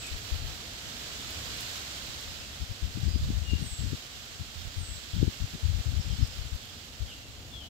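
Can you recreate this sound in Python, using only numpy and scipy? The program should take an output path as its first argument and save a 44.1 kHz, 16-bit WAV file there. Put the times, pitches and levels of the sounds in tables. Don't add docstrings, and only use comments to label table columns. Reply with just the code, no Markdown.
import sys
import numpy as np
from scipy import signal
from scipy.fft import rfft, irfft
from scipy.io import wavfile
from scipy.ndimage import uniform_filter1d

SR = 44100
rng = np.random.default_rng(int(sys.argv[2]) if len(sys.argv) > 2 else 0)


def dump_mix(stems):
    frames = np.atleast_2d(stems).T
    limited = np.clip(frames, -1, 1)
    pcm = np.round(limited * 32767).astype(np.int16)
    wavfile.write(sys.argv[1], SR, pcm)


N = 340452
TIME = np.arange(N) / SR


def undb(db):
    return 10 ** (np.asarray(db) / 20)


def unit(x):
    return x / np.sqrt(np.mean(x ** 2) + 1e-18)


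def curve(rows):
    return np.interp(TIME, *np.transpose(rows))


def colour(x, points):
    hz, db = np.transpose(points)
    f = np.arange(N // 2 + 1) * SR / N + 1e-3
    skirt = np.minimum(f / hz[0], 1) ** 2
    gain = undb(np.interp(np.log(f), np.log(hz), db))
    return unit(irfft(rfft(x) * skirt * gain, N))


def walk(per_s):
    hold = max(int(SR / per_s), 2)
    steps = np.repeat(rng.standard_normal(N // hold + 1), hold)
    return unit(uniform_filter1d(uniform_filter1d(steps, hold), hold)[:N])


def add(track, start_s, sound):
    at = int(start_s * SR) + np.arange(len(sound))
    inside = (at >= 0) & (at < N)
    track[at[inside]] += sound[inside]


# frequency in Hz, relative level in dB.
RUMBLE_SPECTRUM = [(20, -7), (40, -13), (65, 4.5), (115, 0), (170, -8), (240, -5.5), (340, -13), (700, -15),
                   (1000, -24), (2000, -37.5)]
# time in seconds, base level in dB.
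RUMBLE_LEVELS = [(0, -49), (1.0, -47.5), (1.9, -49.5), (2.4, -50.5), (4.1, -53), (5.2, -52), (7.7, -50)]


def rumble():
    common = colour(rng.standard_normal(N), RUMBLE_SPECTRUM)
    per_port = np.array([colour(rng.standard_normal(N), RUMBLE_SPECTRUM) for _ in range(2)])
    tone_hz = 700 + 11 * walk(40)
    tone_db = -62.5 + 1.4 * walk(4.56) - 1.4 * TIME
    tone = np.sin(2 * np.pi * np.cumsum(tone_hz) / SR) * undb(tone_db)
    swell = undb(curve(RUMBLE_LEVELS) + .8 * walk(4.6))
    return (common + undb(-11.5) * per_port) * swell + tone * np.array([[1], [.5]])


# band centre in Hz, width in Hz, full level in dB.
FAR_BIRD_BANDS = [(2835, 170, -65.5), (3305, 360, -63)]


def far_birds(fade_in_s=2):
    out = np.zeros((2, N))
    for hz, width_hz, db in FAR_BIRD_BANDS:
        band = signal.butter(2, [hz - width_hz / 2, hz + width_hz / 2], "band", fs=SR, output="sos")
        blur = unit(signal.sosfilt(band, rng.standard_normal((2, N))))
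        out += blur * undb(db + 1.15 * walk(18))
    return out * np.clip(TIME / fade_in_s, 0, 1)


def garden_echoes(x, t60_s=.5):
    t = TIME[:SR]
    tails = rng.standard_normal((2, SR)) * np.exp(-np.log(1000) * t / t60_s) * (1 - np.exp(-t / .008))
    tails /= np.sqrt(np.sum(tails ** 2, axis=1, keepdims=True))
    return signal.fftconvolve(x, tails, axes=1)[:, :N]


def bird_note(length_s, start_hz, end_hz, ease, hoarse_hz, buzz_depth_hz=0, buzz_rate_hz=283):
    u = np.linspace(0, 1, int(length_s * SR))
    glide = end_hz + (start_hz - end_hz) * (1 - u) ** ease
    warble_hz = buzz_rate_hz * (1 + .019 * walk(80)[:len(u)])
    warble = np.sin(2 * np.pi * np.cumsum(warble_hz) / SR)
    hz = glide + buzz_depth_hz * warble + hoarse_hz * walk(700)[:len(u)]
    swell = (u * (1 - u)) ** .8
    return unit(np.sin(2 * np.pi * np.cumsum(hz) / SR) * swell)


# start in seconds, length in seconds, final pitch in Hz, dry level in dB.
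BUZZING_CALLS = [(-.11, 0.22, 7700, -51), (3.609, .25, 7520, -48.5), (4.767, .26, 7660, -51.5)]
# start in seconds, dry level in dB.
RIGHT_CHIPS = [(2.29, -58), (2.382, -55.5), (2.608, -57.5), (5.995, -54), (6.102, -56), (6.212, -52),
               (6.3, -55)]
# start in seconds, starting pitch in Hz,
# dry level in dB, hoarseness in Hz, left minus right in dB.
SLURRED_CHIRPS = [(.01, 2680, -54.5, 110, 20), (2.38, 2810, -57, 180, 14), (4.56, 3580, -55.5, 220, -7),
                  (5.115, 3550, -52, 250, -5), (6.069, 3390, -51.5, 180, -3), (6.605, 3540, -53, 160, -6),
                  (7.065, 3235, -51, 160, 5), (7.514, 3580, -48, 40, 9), (7.586, 3240, -53, 50, 12.5)]
# start in seconds, length in seconds,
# starting pitch in Hz, dry level in dB, left minus right in dB.
SAGGING_WHISTLES = [(2.92, .34, 4890, -59, -18), (3.45, .11, 2857, -48.5, 14.5), (6.66, .2, 4880, -65, -1),
                    (7.12, .15, 2790, -61, 2)]


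def birds(echo_db=-2, chip_pan_db=-11):
    calls = [(s, db, 0, bird_note(length, 9000, hz, ease=2.4, hoarse_hz=24.7, buzz_depth_hz=300))
             for s, length, hz, db in BUZZING_CALLS]
    calls += [(s, db, chip_pan_db, bird_note(.05, 5340, 4950, ease=1.1, hoarse_hz=189))
              for s, db in RIGHT_CHIPS]
    calls += [(s, db, pan_db, bird_note(.0895, hz, .91 * hz, ease=1.8, hoarse_hz=hoarse_hz))
              for s, hz, db, hoarse_hz, pan_db in SLURRED_CHIRPS]
    calls += [(s, db, pan_db, bird_note(length, hz, hz - 80, ease=.574, hoarse_hz=28))
              for s, length, hz, db, pan_db in SAGGING_WHISTLES]
    direct = np.zeros((2, N))
    for s, db, pan_db, sound in calls:
        add(direct[0], s, sound * undb(db + pan_db / 2))
        add(direct[1], s, sound * undb(db - pan_db / 2))
    wet = undb(echo_db)
    return (direct + wet * garden_echoes(direct)) / np.hypot(1, wet)


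def eddies(noise, eddy_hz, port_hz=63.3, port_q=1.39, low_cut_hz=28):
    f = np.arange(len(noise) // 2 + 1) * SR / len(noise)
    ratio = f / port_hz
    resonance = ratio ** 2 / np.hypot(1 - ratio ** 2, ratio / port_q)
    low_cut = f / np.hypot(f, low_cut_hz)
    cascade = 1 / np.sqrt(1 + (f / eddy_hz) ** 5.17)
    damping = 1 / np.sqrt(1 + (f / (3.8 * eddy_hz)) ** 11)
    return irfft(rfft(noise) * resonance * low_cut * cascade * damping, len(noise))


# start in seconds, length in seconds, level in dB,
# eddy rate in Hz, port (0 left, 1 right).
MIC_GUSTS = [(0.106, 0.073, -33, 54, 0), (0.311, 0.09, -28, 45, 0), (.39, 0.16, -35, 52, 0),
             (2.057, 0.38, -48, 60, 0), (2.589, 0.06, -30.5, 67, 0), (2.684, 0.047, -32, 74, 0),
             (2.815, 0.12, -29, 65, 0), (2.939, 0.64, -27, 75.4, 0), (3.191, 0.16, -30.5, 58, 1),
             (3.569, 0.12, -32, 161, 0), (3.699, 0.051, -34, 67, 0), (3.78, 0.173, -29.5, 128, 0),
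             (4.387, 0.051, -33.5, 86, 0), (4.549, 0.15, -37.5, 59, 1), (4.758, 0.093, -30.5, 80, 0),
             (4.873, .12, -37.5, 56, 0), (5.129, .17, -25.5, 94, 0), (5.395, 0.07, -27, 79, 0),
             (5.527, 0.048, -36, 161, 0), (5.624, .2, -23.5, 72.6, 0), (5.85, .17, -24.5, 80, 0),
             (6.04, 0.135, -28, 82.5, 0), (6.18, 0.085, -20.5, 93, 0), (6.254, .25, -36, 60, 0),
             (6.515, .06, -30, 53, 0), (6.992, 0.089, -30.5, 51, 0)]


def wind(draught_db=(-52, -58.5), attack_s=.018, release_s=.02, buffet_db=3.5):
    out = np.array([unit(eddies(rng.standard_normal(N), eddy_hz=50)) * undb(db + walk(4.4))
                    for db in draught_db])
    buffet = undb(buffet_db * walk(per_s=36))
    for s, length, db, eddy_hz, port in MIC_GUSTS:
        noise = rng.standard_normal(2 ** 16)
        t = TIME[:int(length * SR)]
        ramp = np.clip(np.minimum(t / attack_s, (length - t) / release_s), 0, 1)
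        swell = np.sin(np.pi / 2 * ramp) ** 2
        gust = eddies(noise, eddy_hz)[:len(t)] * swell * np.interp(s + t, TIME, buffet)
        add(out[port], s, unit(gust) * undb(db))
    return out


# time of the peak in seconds, core peak in dB, pitch in Hz.
MIC_SLAPS = [(2.975, -21, 195), (3.035, -20, 100), (3.081, -25, 190), (3.161, -19, 193),
             (3.304, -18.5, 195), (3.422, -23, 90), (3.535, -16, 200), (3.932, -19, 210),
             (5.230, -10.5, 240), (5.28, -18.5, 230), (5.92, -22, 130), (6.221, -20, 140)]


def wind_slaps(flurry_s=.07, flurry_db=-14):
    out = np.zeros((2, N))
    swell = np.hanning(int(flurry_s * SR))
    for s, db, hz in MIC_SLAPS:
        x = np.linspace(-np.pi, np.pi, int(2 * SR / hz))
        core = (2 * x ** 2 - 1) * np.exp(-x ** 2)
        add(out[0], s - 1 / hz, core * undb(db))
        turbulence = eddies(rng.standard_normal(2 ** 14), eddy_hz=.73 * hz)
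        flurry = unit(turbulence[:len(swell)] * swell)
        add(out[0], s - flurry_s / 2, flurry * undb(db + flurry_db))
    return out


# start in seconds, level in dB,
# brightest frequency in Hz, decay in seconds, left minus right in dB.
LEAF_TAPS = [(0.066, -41, 4800, 0.012, -5), (1.306, -47, 12000, .006, -13), (1.607, -42, 12500, 0.012, -10),
             (1.756, -42, 3600, 0.02, -6), (2.208, -48, 12000, .008, -12), (6.273, -44, 5970, 0.0048, 2),
             (6.552, -51, 12000, .007, -10), (6.653, -52, 13000, .007, -9)]


def leaf_taps():
    out = np.zeros((2, N))
    t = TIME[:SR // 8]
    for s, db, hz, decay_s, pan_db in LEAF_TAPS:
        band = signal.butter(1, [.65 * hz, min(1.4 * hz, .45 * SR)], "band", fs=SR, output="sos")
        tick = unit(signal.sosfilt(band, rng.standard_normal((2, len(t))))) * np.exp(-t / decay_s)
        add(out[0], s, tick[0] * undb(db + pan_db / 2))
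        add(out[1], s, tick[1] * undb(db - pan_db / 2))
    return out


def leaf_contacts(per_s, spread_db, scrape_s):
    hit = rng.random(N) < per_s / SR
    size = undb(spread_db * np.minimum(rng.exponential(size=N), 5))
    energy = signal.lfilter([1], [1, -np.exp(-1 / (scrape_s * SR))], hit * size ** 2)
    return unit(np.sqrt(energy) * rng.standard_normal(N))


# time in seconds, base rustle level in dB.
BREEZE_LEVELS = [(0, -48), (0.4, -48.5), (0.8, -48), (1.2, -46.5), (1.7, -45.5), (2.2, -48), (2.75, -50),
                 (3.8, -49.5), (4.4, -50), (5.3, -50), (5.8, -49.5), (6.2, -49.5), (6.8, -51.5),
                 (7.3, -52.5), (7.55, -53.5)]
# frequency in Hz, relative level in dB.
CANOPY_SPECTRUM = [(300, -7.5), (600, -4.5), (950, -7), (1400, -3), (2300, -4), (3100, -3), (4500, -4),
                   (7600, -4.5), (8400, -9), (9300, -24.5), (11800, -18), (15500, -29)]
# frequency in Hz, relative level in dB.
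NEAR_LEAF_SPECTRUM = [(700, -21), (1300, -6.5), (2200, -5.5), (3100, 1), (4300, 1), (5200, -3), (6100, -8),
                      (7600, -7), (8400, -47), (9200, -20.5), (10300, -17.5), (11800, -13.5),
                      (13300, -16.5), (15500, -15.5)]


def leaves(bent_gain=.44, lag_s=.00025):
    breeze_db = curve(BREEZE_LEVELS)
    stir = undb(breeze_db - np.mean(breeze_db))
    rustle_db = breeze_db + .29 * walk(22)
    left, right = (leaf_contacts(5000 * stir, spread_db=1.5, scrape_s=.0015) for _ in range(2))
    bent = signal.sosfiltfilt(signal.butter(1, 2800, fs=SR, output="sos"), right)
    left = left + bent_gain * np.roll(bent, int(lag_s * SR))
    out = np.array([colour(left, CANOPY_SPECTRUM) * undb(rustle_db + 2.4),
                    colour(right, CANOPY_SPECTRUM) * undb(rustle_db + 1.6)])
    near = colour(leaf_contacts(1500 * stir, spread_db=2, scrape_s=.011), NEAR_LEAF_SPECTRUM)
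    sway_db = .64 * walk(7)
    out[1] += near * undb(rustle_db + sway_db + 7)
    return out


def scene():
    return leaves() + leaf_taps() + rumble() + wind() + wind_slaps() + birds() + far_birds()


def record(dry, stop_s=7.69, top_hz=15600):
    fade = np.clip((stop_s - TIME) / .02, 0, 1)
    low_pass = signal.ellip(10, .1, 80, top_hz, fs=SR, output="sos")
    return signal.sosfilt(low_pass, dry * fade)


dry = scene()
out = record(dry)
dump_mix(out)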